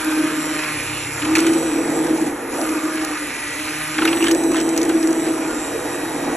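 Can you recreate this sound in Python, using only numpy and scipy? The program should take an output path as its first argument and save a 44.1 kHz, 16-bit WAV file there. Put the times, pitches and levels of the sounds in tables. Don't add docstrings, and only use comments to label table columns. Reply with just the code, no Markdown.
import sys
import numpy as np
from scipy import signal
from scipy.fft import rfft, irfft
from scipy.io import wavfile
from scipy.ndimage import uniform_filter1d

SR = 44100
rng = np.random.default_rng(int(sys.argv[2]) if len(sys.argv) > 2 else 0)


def inscribe(sig):
    pcm = np.round(np.clip(np.atleast_2d(sig).T, -1, 1) * 32767)
    wavfile.write(sys.argv[1], SR, pcm.astype(np.int16))


def linear_from_db(decibels):
    return 10 ** (np.asarray(decibels, float) / 20)


N = 280476
OFF_S, ON_S = 2.25, 2.44


def evened(x):
    return x / np.sqrt(np.mean(x ** 2) + 1e-20)


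def read(points, hz):
    f, value = np.transpose(points)
    return np.interp(np.log(hz + 1), np.log(f + 1), value)


def curve(rows, column):
    rows = np.array(rows)
    return np.interp(np.arange(N) / SR, rows[:, 0], rows[:, column])


def swell(start, end, rise):
    t = np.arange(N) / SR
    return np.clip(np.minimum(t - start, end - t) / rise, 0, 1)


def raised(rows, rise):
    return sum(db * swell(start, end, rise) for start, end, db in rows)


def resonate(x, hz, width):
    turn = np.exp(2j * np.pi * np.cumsum(hz * np.ones(len(x))) / SR)
    r = np.exp(-np.pi * width / SR)
    return 2 * (turn * signal.lfilter([1 - r], [1, -r], x / turn)).real


def drift(size):
    coarse = rng.standard_normal(N // 50 + 2)
    for _ in range(2):
        coarse = uniform_filter1d(coarse, size // 50)
    return np.interp(np.arange(N) / 50, np.arange(len(coarse)), evened(coarse))


# pitch_hz, likeness (0 to 1)
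PORT_LIKENESS = [(500, .99), (780, .6), (1000, .95), (1700, .94), (2600, .9), (3300, .6), (4300, .75),
                 (4900, .9), (5400, .85), (5950, .97), (6500, .93), (9000, .99), (11300, .93),
                 (12000, .975)]


def noise(colour, patchy_db, flicker_db):
    frames, hz = N // 128 + 5, np.fft.rfftfreq(512, 1 / SR)
    a, b, c, d, patches = rng.standard_normal((frames, len(hz), 5)).T
    patches = evened(uniform_filter1d(uniform_filter1d(patches, size=5, axis=0), size=30, axis=1))
    flicker = evened(uniform_filter1d(rng.exponential(1, frames) - 1, size=3))
    same = np.clip(read(PORT_LIKENESS, hz), 0, 1)[:, None]
    left = a + 1j * b
    right = same * left + np.sqrt(1 - same ** 2) * (c + 1j * d)
    z = np.array([left, right]) * linear_from_db(patchy_db * patches + flicker_db * flicker)
    pair = signal.istft(z, nperseg=512, noverlap=384)[1][:, :N]
    return evened(irfft(rfft(pair) * linear_from_db(read(colour, np.fft.rfftfreq(N, 1 / SR))), N))


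# start_s, shaft_hz
SHAFT_SPEED = [(.4, 155.9), (.75, 152.6), (1.2, 152.8), (1.43, 163.3), (1.8, 161), (2.58, 159.7),
               (2.7, 156.9), (3.05, 157.3), (3.15, 151.8), (3.5, 149.1), (3.62, 153.8), (3.95, 154),
               (4.12, 165.5), (4.5, 163.4), (5.3, 161.3), (5.45, 158.9), (5.6, 156.2), (5.75, 159.6)]


def speed():
    t = np.arange(N) / SR
    sag = 34.34 * (1 - np.exp(-np.clip(t - OFF_S, 0, ON_S - OFF_S) / .075))
    caught = np.clip(1 - (t - ON_S) / .14, 0, 1)
    return curve(SHAFT_SPEED, column=1) - sag * caught


def driven(hz):
    return np.clip((hz - 140) / 9, .1, 1)


# start_s, throb_db, churn_db
GUARD_LEVELS = [(0, -24.5, -36), (.16, -16.5, -34.5), (1.17, -37.5, -38.5), (1.25, -18, -33.5),
                (1.5, -8.5, -26), (1.62, -20.5, -25), (2.2, -21, -25.5), (2.41, -44, -28.5),
                (2.64, -22, -28.5), (2.99, -20, -36), (3.4, -35, -38), (3.63, -26, -40.5),
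                (3.9, -33, -46.5), (4.04, -15.5, -26), (5.05, -15.5, -26.5), (5.45, -20.5, -29),
                (5.85, -40, -28), (6.36, -28, -25.5)]
# pitch_hz, width_hz, level_db
POT_AIR = [
    (252.6, 23, -9),
    (285.4, 35.2, -3.5),
    (347.8, 23, -5.5),
]
# centre_s, level_db
GULPS_AND_CHOKES = [(0.085, 8), (0.208, 5.5), (0.228, -20), (0.263, -13), (0.525, 6), (1.273, 3),
                    (1.325, 5), (1.388, 8), (1.438, 0.5), (1.493, 0), (1.567, 4), (1.604, 0), (1.763, 5.5),
                    (1.805, 6), (1.83, -27), (1.874, 1), (1.985, 3), (2.009, 9.5), (2.067, -21),
                    (2.111, 6.5), (2.156, 10.5), (2.181, 2), (2.204, -26), (2.219, 13.5), (2.277, 15.5),
                    (2.629, 8.5), (2.701, 8), (2.744, -7), (2.857, 6), (3.993, 7.5), (4.025, 6.5),
                    (4.083, 4.5), (4.192, -21), (4.233, 7.5), (4.316, 7.5), (4.354, 4.5), (4.37, -24),
                    (4.422, -10), (4.452, 5), (4.508, 7.5), (4.521, -27), (4.57, 4.0), (4.604, -19),
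                    (4.613, 3), (4.679, 4), (4.845, -29), (4.899, 6), (4.916, -20), (4.959, 9),
                    (5.002, -13), (5.051, 7), (5.078, 0), (5.102, 6), (5.158, -6), (5.282, 5.5),
                    (5.444, -7), (5.48, 8), (5.577, 6), (6.294, -12.5), (6.346, 11),
                    (.059, 4), (0.179, 3.5), (.245, 5), (.384, 3.5), (.492, 2), (.539, -21), (.559, 6),
                (.573, -15), (.605, 4), (.737, 2), (1.37, -10), (1.399, -5), (1.681, 6.5), (1.702, -16),
                (1.786, 2), (1.905, 5), (1.92, -14), (2.09, 4.5), (2.129, 6), (2.17, -15), (2.241, -14),
                (2.349, 12), (2.573, 5), (2.642, -13), (2.77, 6), (2.813, -3), (2.875, -10), (2.905, -9),
                (2.934, -12), (2.957, 5.5), (3.026, 7), (3.097, -11), (3.116, 3), (3.166, -13), (3.207, 7),
                (3.906, 8), (4.007, -8), (4.04, -9), (4.057, 6), (4.642, -14), (4.772, -1), (4.795, 2.5),
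                (4.824, 1.5), (5.134, -7), (5.203, 4.5), (5.317, 3.5), (5.516, 3), (5.538, 2), (5.596, -17),
                (5.644, 0), (5.74, 11), (5.91, 4), (5.928, -9), (5.964, -10), (6.088, 14), (6.193, -16),
                (6.23, 1), (6.274, 4)]


def blades(turns, hz):
    churn_db = curve(GUARD_LEVELS, column=2)
    rough = .19 * linear_from_db(.6 * (churn_db + 32))
    beat = np.sqrt(2) * np.cos(2 * turns + rough * drift(size=300))
    beat *= linear_from_db(4 * rough * drift(size=200))

    stir = rng.standard_normal(N)
    smear = stir
    for width in (60, 90, 110):
        smear = resonate(smear, 2 * hz, width)
    modes = []
    for f, w, db in POT_AIR:
        mode = resonate(resonate(resonate(stir[::-1], f, w), f, 2 * w), f, 2 * w)
        modes.append(linear_from_db(db) * evened(mode))
    air = evened(sum(modes))

    throb = evened(driven(hz) * (beat + linear_from_db(-17 + 0.21 * (churn_db + 41.5)) * evened(smear)))
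    throb += linear_from_db(-13 - 0.4 * (hz - 161.0)) * modes[1]

    coarse = np.arange(0, N, 40) / SR
    gulps_db = np.zeros(len(coarse))
    for s, db in GULPS_AND_CHOKES:
        length_s = 0.017 if db > 0 else 0.0054
        gulps_db += db * np.exp(-((coarse - s) / length_s) ** 2)
    gulps_db = np.interp(np.arange(N) / SR, coarse, gulps_db)
    throb_db = curve(GUARD_LEVELS, column=1) - 5.5 + gulps_db
    return linear_from_db(throb_db) * throb + linear_from_db(churn_db - 1.0) * air


# start_s, end_s, buzz_db over rest
WINDING_PASSES = [
    (.15, 0.98, -1),
    (.7, 0.94, 14),
    (.86, 1.41, 15.5),
    (3.45, 4.6, 4),
    (5.6, 7, 7),
]


def closeness():
    return raised(WINDING_PASSES, 0.07)


# start_s, end_s, level_db over rest
BEARING_LEANS = [(.05, 1.45, 9), (1.35, 1.8, 12), (1.75, 2.45, 13.5), (3.65, 4.25, 9), (4.2, 5.55, 8),
                 (5.9, 6.6, 8.5)]
# start_s, end_s, level_db over rest
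OVERTONE_SINGS = [(-.2, .7, 14.5), (.55, 1.1, 7.5), (1.7, 2.3, 14.5), (2.5, 3.18, 15), (3.35, 4.02, 10),
                  (4.3, 5.55, 18.5), (5.5, 6.6, 13)]


def hum(turns, hz):
    mains = 2 * np.pi * 120.4 * np.arange(N) / SR
    lean_db = -52.5 + raised(BEARING_LEANS, 0.15) + 1.9 * drift(size=1200)
    bearing = linear_from_db(lean_db) * driven(hz) * np.cos(turns + 0.34 * drift(size=800))
    sing_db = -55 + raised(OVERTONE_SINGS, .1) + 2 * drift(size=1200)
    overtone = linear_from_db(sing_db) * np.cos(4 * turns + .3 * drift(size=600))
    buzz = np.cos(mains + 0.5 * drift(size=900)) + linear_from_db(-23) * np.cos(mains / 2)
    buzz += linear_from_db(-9 + 3 * drift(size=2500)) * np.cos(2 * mains - turns)
    buzz *= linear_from_db(-55 + closeness() + 2.14 * drift(size=2000))
    return np.sqrt(2) * (bearing + overtone + buzz)


# start_s, nearness_db, cavity_hz (hand to pot wall), vents_db
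HOUSING_PATH = [(0, -27.5, 1460, -47), (.42, -28.5, 1560, -34.5), (.66, -25.5, 1914, -43),
                (.96, -28.5, 2650, -39), (1.14, -31, 1850, -39.5), (1.42, -26, 1710, -36),
                (1.6, -31.5, 1550, -32), (2.25, -35, 1670, -46), (2.58, -33, 1440, -40),
                (3.1, -30, 1510, -49), (3.35, -30.5, 2133, -63), (3.65, -27.5, 2130, -67),
                (4.1, -28, 1760, -32), (4.3, -35, 1840, -32), (4.48, -38.5, 1630, -33),
                (4.85, -35, 1635, -38), (5.4, -35, 1550, -36.5), (6.36, -33.5, 1440, -41)]
# shaft_multiple, level_db, side_db (lines one turn away), wobble_rad (at mains ripple)
COMMUTATOR_LINES = [(48, -1, -11, .8), (36, -11, -10, .7), (24, -17, -9, .4), (60, -15, -4, 1.2),
                    (72, -22, -6, 1.2)]


def whine(turns, hz):
    mains = 2 * np.pi * 120.4 * np.arange(N) / SR
    load = np.clip((167 - hz) / 6, .7, 1.8)
    out = np.zeros(N)
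    for order, db, side_db, ripple in COMMUTATOR_LINES:
        sides = 1 + 2 * linear_from_db(side_db + 4 * drift(size=4000)) * np.cos(turns)
        wobble = ripple * load * np.sin(mains) + .6 * np.cos(turns)
        line = np.cos(order * turns + wobble + .3 * drift(size=500))
        out += linear_from_db(db + 2 * drift(size=3000)) * sides * line
    return np.sqrt(2) * linear_from_db(curve(HOUSING_PATH, column=3)) * driven(hz) * out


# shaft_multiple, start_s, end_s, level_db
POSE_FLARES = [(7.8, 0, .25, -44), (8.3, .44, .56, -42), (10.6, .2, .38, -42), (7.9, .6, .74, -44),
               (10, .05, .4, -44), (16, 0, .3, -46), (16, 2.62, 2.95, -47), (19, .87, 1.03, -43),
               (7.65, 2.62, 3.2, -43), (5, 2.98, 3.14, -39), (10.5, 2.86, 3.02, -44),
               (10.9, 3.16, 3.27, -43), (9.6, 3.76, 3.95, -44), (13, 3.33, 3.63, -37), (24, 4.3, 4.8, -54),
               (24, 5.5, 6.36, -54), (12, 5.6, 6.36, -46)]


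def flares(turns):
    out = np.zeros(N)
    for order, start, end, db in POSE_FLARES:
        level = linear_from_db(db + 4 * drift(size=600)) * swell(start, end, .05)
        out += level * np.cos(order * turns + .9 * drift(size=250))
    return np.sqrt(2) * out


def rattle(turns):
    knocks = np.zeros(N)
    for k in range(5, 21):
        knocks += linear_from_db(4 * drift(size=5000)) * np.cos(k * turns + .3 * drift(size=600))
    return evened(knocks)


# pitch_hz, level_db
ROAR_COLOUR = [(600, -9.5), (950, 2.5), (1100, -1), (1230, 3), (1340, -0.5), (1450, 0.5), (1900, 0),
               (2100, -1), (2500, 3), (2900, -5.5), (3800, -3), (4900, -5.5), (5600, -5), (7000, -29)]
# pitch_hz, width_hz, level_db over the roar
HOUSING_PANELS = [
    (1225, 35, -13),
    (1421, 25, -15),
    (1960, 40, -17),
    (3103, 18, -22),
]


def roar(turns, hz):
    near_db = curve(HOUSING_PATH, column=1)
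    out = noise(ROAR_COLOUR, patchy_db=1.42, flicker_db=0.86) + linear_from_db(-8) * driven(hz) * rattle(turns)
    cavity = evened(resonate(out[0], curve(HOUSING_PATH, column=2), 980))
    out += linear_from_db(-.7 * (near_db + 29.5)) * cavity
    out += sum(linear_from_db(db) * evened(resonate(out[1], f, w)) for f, w, db in HOUSING_PANELS)
    out *= 1 + 0.0081 * np.cos(turns) + 0.11 * np.cos(2 * turns)
    treble = signal.filtfilt(*signal.butter(2, 2700, "highpass", fs=SR), out)
    out -= .6 * (1 - driven(hz)) * treble
    return linear_from_db(near_db - 5.5) * out


# pitch_hz, level_db
HISS_COLOUR = [(3500, -25), (5000, -10), (5900, -6), (6400, -7), (7400, -3.5), (8300, -4), (9100, -.5),
               (9800, -.5), (11100, -4.5), (11800, -12), (12500, -22), (13300, -34), (15600, -38),
               (16000, -70)]
# shaft_multiple, width_hz, level_db over the hiss
BRUSH_SPARKS = [(48, 450, -13), (61, 600, -10), (73, 600, -18)]
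# start_s, end_s, level_db of the thinnest hiss
FACING_VENTS = [(-.3, .3, 3.5), (.6, 1.2, 1), (2.48, 2.78, 4.72), (2.7, 3.25, 0.69), (3.65, 4.3, 2)]


def hiss(turns, hz):
    out = noise(HISS_COLOUR, patchy_db=2.0, flicker_db=1.0)
    broad = signal.filtfilt(*signal.butter(3, 9000, fs=SR), out)
    out -= .6 * (1 - driven(hz)) * broad
    sparks = np.zeros(N)
    for k, w, db in BRUSH_SPARKS:
        crackle = resonate(resonate(out[0, ::-1], k * hz, w), k * hz, w)
        sparks += linear_from_db(db + 1.7 * drift(size=6000)) * evened(crackle)
    out += driven(hz) * sparks
    thin = signal.filtfilt(*signal.butter(3, 9300, "highpass", fs=SR), out)
    out += (linear_from_db(raised(FACING_VENTS, 0.16)) - 1) * thin
    out *= 1 + 0.0051 * np.cos(turns) + 0.045 * np.cos(2 * turns)
    return linear_from_db(-32.5 + 0.35 * (curve(HOUSING_PATH, column=1) + 29)) * out


# pitch_hz, level_db
CHURN_COLOUR = [(120, -16.5), (200, -24), (400, 0), (460, 6.5), (530, 1.5), (580, -5), (800, -1.5),
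                (1000, -7), (1500, -33.5)]


def churn(hz):
    churn_db = curve(GUARD_LEVELS, column=2)
    tumble = linear_from_db(churn_db - 1.5) * noise(CHURN_COLOUR, patchy_db=2.0, flicker_db=0.6)
    slosh = evened(resonate(resonate(rng.standard_normal(N), 121, 54), 163, 83))
    bite = resonate(resonate(rng.standard_normal(N), 4 * hz, 260), 4 * hz, 400)
    bite *= swell(ON_S + 0.12, ON_S + 0.214, 0.034)
    bite /= np.std(bite[round(ON_S * SR):][:9000])
    return tumble + linear_from_db(churn_db - 21) * slosh + linear_from_db(-32) * bite


# start_s, peak_db, ring_hz, spit_db over the ring
FRUIT_SLAPS = [(0.492, -17, 1270, -23), (1.222, -33, 2300, -15), (1.233, -29, 1430, -17),
               (1.2482, -15, 2400, -23), (1.3528, -2.5, 2170, -13.5), (1.3589, -12.5, 1560, -5),
               (1.3682, -8.5, 1170, -16), (1.383, -18, 2280, 0), (1.3892, -13.5, 1460, -7),
               (1.4664, -13, 1390, -7), (2.69, -18.5, 1190, -13), (3.9824, -10, 2350, -32),
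               (3.9873, -5.5, 1370, -39), (4.0197, -5, 1322, -39), (4.0504, -8, 1760, -31),
               (4.0534, -3.5, 1358, -31), (4.0762, -6.5, 2500, -33), (4.084, -15, 1280, -25),
               (4.1293, -8, 1430, -30), (4.2053, -13, 1260, -27), (4.2251, -7, 2900, -27),
               (4.2427, -10, 1480, -15), (4.2672, -14, 1520, -12), (4.2824, -8.5, 1600, -9),
               (4.3122, -19, 1290, -0.5), (4.5441, -10, 1240, -17.5), (4.5578, -13.5, 1780, -25),
               (4.58, -16, 1477, -18), (4.7763, -23, 1290, 0.5), (4.8949, -15, 1450, -17),
               (1.418, -24, 2558, -20), (1.4498, -25, 1420, -20), (1.535, -20, 2390, -16),
               (1.5545, -41, 1780, -20), (3.9433, -14.5, 2720, -30), (4.0235, -31, 2300, -30),
               (4.094, -31, 2697, -25), (4.112, -32, 2600, -25), (4.1698, -14.5, 1560, -27),
               (4.3968, -27, 1470, -15), (4.566, -13.5, 1797, -20), (4.592, -21, 1530, -22),
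               (4.7345, -24, 1010, -15), (4.8134, -19, 1850, -15), (.59, -15, 2078, -25),
               (4.3468, -29, 1570, -16), (4.5174, -17, 1050, -26), (4.7633, -24.5, 1180, -17),
               (5.0272, -21, 1801, -20)]
# start_s, peak_db, pitch_hz, crack_db over the peak
WALL_DROPS = [(1.403, -9, 7660, -35), (2.0676, -21, 5830, -30), (2.175, -25, 5750, -25),
              (2.2156, -17, 7800, -27), (2.6139, -12.5, 9800, -19), (2.9564, -17.5, 10500, -10),
              (3.0479, -13, 10200, -8), (4.053, -9, 10100, -22), (4.348, -9.5, 7670, -21),
              (4.437, -16.5, 8100, -18), (4.517, -14.5, 8100, -38), (4.5677, -13, 8100, -29),
              (4.6008, -17, 5760, -27), (4.612, -18, 7990, -19), (4.69, -14.5, 8060, -23),
              (4.764, -17, 7840, -21), (4.7764, -9.5, 6670, -11), (4.816, -15, 6076, -32),
              (4.8304, -13.5, 6820, -27), (4.8514, -18, 7800, -26), (4.8918, -14, 7900, -13),
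              (5.0275, -16, 5500, -21), (5.0726, -15.5, 7770, -29), (5.1287, -17.5, 7856, -17),
              (.0448, -19, 11100, -32), (.3047, -29, 7200, -25), (0.4564, -22, 10950, -25),
              (2.692, -24, 6000, -12), (2.94, -27, 10070, -14), (3.8297, -32, 7220, -25),
              (4.0889, -26, 7880, -25), (4.535, -22, 6500, -32), (4.556, -25, 6000, -30),
              (4.584, -24, 5900, -30), (4.642, -30, 6300, -28), (4.955, -31, 6000, -21),
              (5.038, -28, 5600, -30), (5.107, -21, 5800, -30), (1.224, -20, 4000, -40),
              (1.251, -19, 4000, -40), (1.533, -19, 6500, -30), (1.467, -16, 5700, -23),
              (4.3118, -15, 6200, -25), (4.241, -14, 6500, -30)]


def slaps():
    out, t = np.zeros((2, N + 2000)), np.arange(2000) / SR
    bright = signal.butter(3, [3500, 11700], "bandpass", fs=SR)
    crisp = signal.butter(2, [5500, 14000], "bandpass", fs=SR)
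    hits = []
    for k, (s, db, hz, spit_db) in enumerate(FRUIT_SLAPS):
        hits.append((s, db, hz, db + spit_db + 9.0, (5600, 7800)[k % 2], 0))
    for s, db, hz, crack_db in WALL_DROPS:
        hits.append((s, db - 10, 2300, db + 0.5, hz, linear_from_db(crack_db + 7.5)))
    bursts = rng.standard_normal((len(hits), 2, 2000))
    for (s, db, hz, spit_db, spit_hz, snap), (puff, spit) in zip(hits, bursts):
        fall = np.exp(-t * hz / 5.7) * np.minimum(t / 0.00017, 1)
        slide = np.exp(-t / 0.039) * (1 - t / t[-1])
        wet = puff * (fall + 0.42 * slide)
        body = resonate(wet, hz, 540) + 0.74 * resonate(wet, 2.0 * hz, 800)
        body = resonate(resonate(body, 0.73 * hz, 2500), 1.3 * hz, 3000)
        top = resonate(resonate(spit * fall ** 0.5, spit_hz, 1600), spit_hz, 3800)
        top += 1.03 * signal.lfilter(*bright, spit * fall ** 1.5)
        top = signal.lfilter(*bright, top)
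        crack = signal.lfilter(*crisp, [spit, 0.6 * spit + 0.8 * puff]) * np.exp(-t / .0013)
        top = top / abs(top).max() + snap * crack
        hit = linear_from_db(db - 2.0) * body / abs(body).max() + linear_from_db(spit_db) * top / abs(top).max()
        out[:, round(s * SR):][:, :2000] += hit
    return out[:, :N]


# start_s, level_db
AIR_SLURPS = [
    (1.22, -30),
    (3.972, -44),
]


def slurps():
    out, t = np.zeros(N), np.arange(6000) / SR
    hz = 850 + (3600 - 850) * np.exp(-t / .012)
    for (s, db), air in zip(AIR_SLURPS, rng.standard_normal((len(AIR_SLURPS), 6000))):
        shape = np.minimum(t / 0.0027, 1) * np.clip(1 - t / .16, 0, 1)
        shape *= linear_from_db(2 * evened(uniform_filter1d(air[::-1], size=250)))
        pocket = evened(resonate(resonate(air, hz, 260), hz, 500))
        out[round(s * SR):][:6000] += linear_from_db(db) * shape * pocket
    return out


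# start_s, end_s, level_db
PULP_SPLASHES = [(1.215, 1.295, -36), (1.348, 1.499, -40), (3.975, 4.14, -43), (4.201, 4.326, -30.5),
                 (4.531, 4.623, -35), (4.875, 4.91, -39), (0.866, 1.048, -38)]
# pitch_hz, level_db
SPLASH_COLOUR = [(600, -20), (1200, -4), (2000, -0.5), (3000, 2), (4200, -6), (6000, -17), (8000, -14),
                 (11000, -40)]


def splashes():
    level = sum(linear_from_db(db) * swell(start, end, 0.006) for start, end, db in PULP_SPLASHES)
    return level * linear_from_db(4.9 * drift(size=150)) * noise(SPLASH_COLOUR, patchy_db=1, flicker_db=3.0)


# pitch_hz, level_db
KITCHEN_COLOUR = [(20, -34), (33, -24), (40, -10), (50, 13), (62, 8), (100, -5), (180, -9), (300, -29)]


def rumble():
    return linear_from_db(-50.5 + 0.15 * (closeness() - 18)) * noise(KITCHEN_COLOUR, patchy_db=1.5, flicker_db=0)


def scene():
    hz = speed() * (1 + 0.001396 * drift(size=1500))
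    turns = 2 * np.pi * np.cumsum(hz) / SR
    motor = hum(turns, hz) + whine(turns, hz) + flares(turns) + roar(turns, hz) + hiss(turns, hz)
    fruit = churn(hz) + slaps() + slurps() + splashes()
    return blades(turns, hz) + motor + fruit + rumble()


def thinned(pair):
    sums = np.array([pair[0] + pair[1], pair[0] - pair[1]]) / 2
    hz, _, z = signal.stft(sums, SR, nperseg=2048)
    band = np.arange(len(hz)) // 16
    power = np.add.reduceat(abs(z) ** 2, np.arange(0, len(hz), 16), axis=1)[:, band]
    masked = (power < linear_from_db(-25) * power[::-1]) & (hz > 1300)[:, None]
    faint = (power < linear_from_db(2 * -62.)) & (hz > 11800)[:, None]
    top = power[:, hz > 12500].sum(axis=(0, 1))
    sharp = top > linear_from_db(15) * np.median(top)
    kept = ~((masked | faint) & ~sharp)
    mid, side = signal.istft(z * kept, SR, nperseg=2048)[1][:, :N]
    return np.array([mid + side, mid - side])


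def band_limit(x):
    return signal.sosfilt(signal.butter(12, 15800, fs=SR, output="sos"), x)


# pitch_hz, lag_rad
PORT_LAG = [(50, 0), (550, -.4), (1400, 0), (2000, .05), (2800, .7), (4200, 1.3), (4900, 3.14), (5850, 6.2),
            (6150, 6.4), (8850, 9.25), (9250, 9.55), (11900, 12.5), (13300, 12.8), (15500, 15.4)]
# pitch_hz, level_db right over left
PORT_TILT = [(400, 0), (750, 4), (1200, 2), (1800, 3.5), (2800, 3.5), (3400, 0), (16000, 2)]


def record(dry):
    hz = np.fft.rfftfreq(N, 1 / SR)
    port = linear_from_db(read(PORT_TILT, hz) / 2)
    lag = np.exp(-1j * np.interp(hz, *np.transpose(PORT_LAG)))
    heard = irfft(rfft(dry) * np.array([1 / port, port * lag]), N)
    mix = thinned(np.tanh(heard / 1.6) * 1.6)
    return band_limit(mix)


dry = scene()
out = record(dry)
inscribe(out)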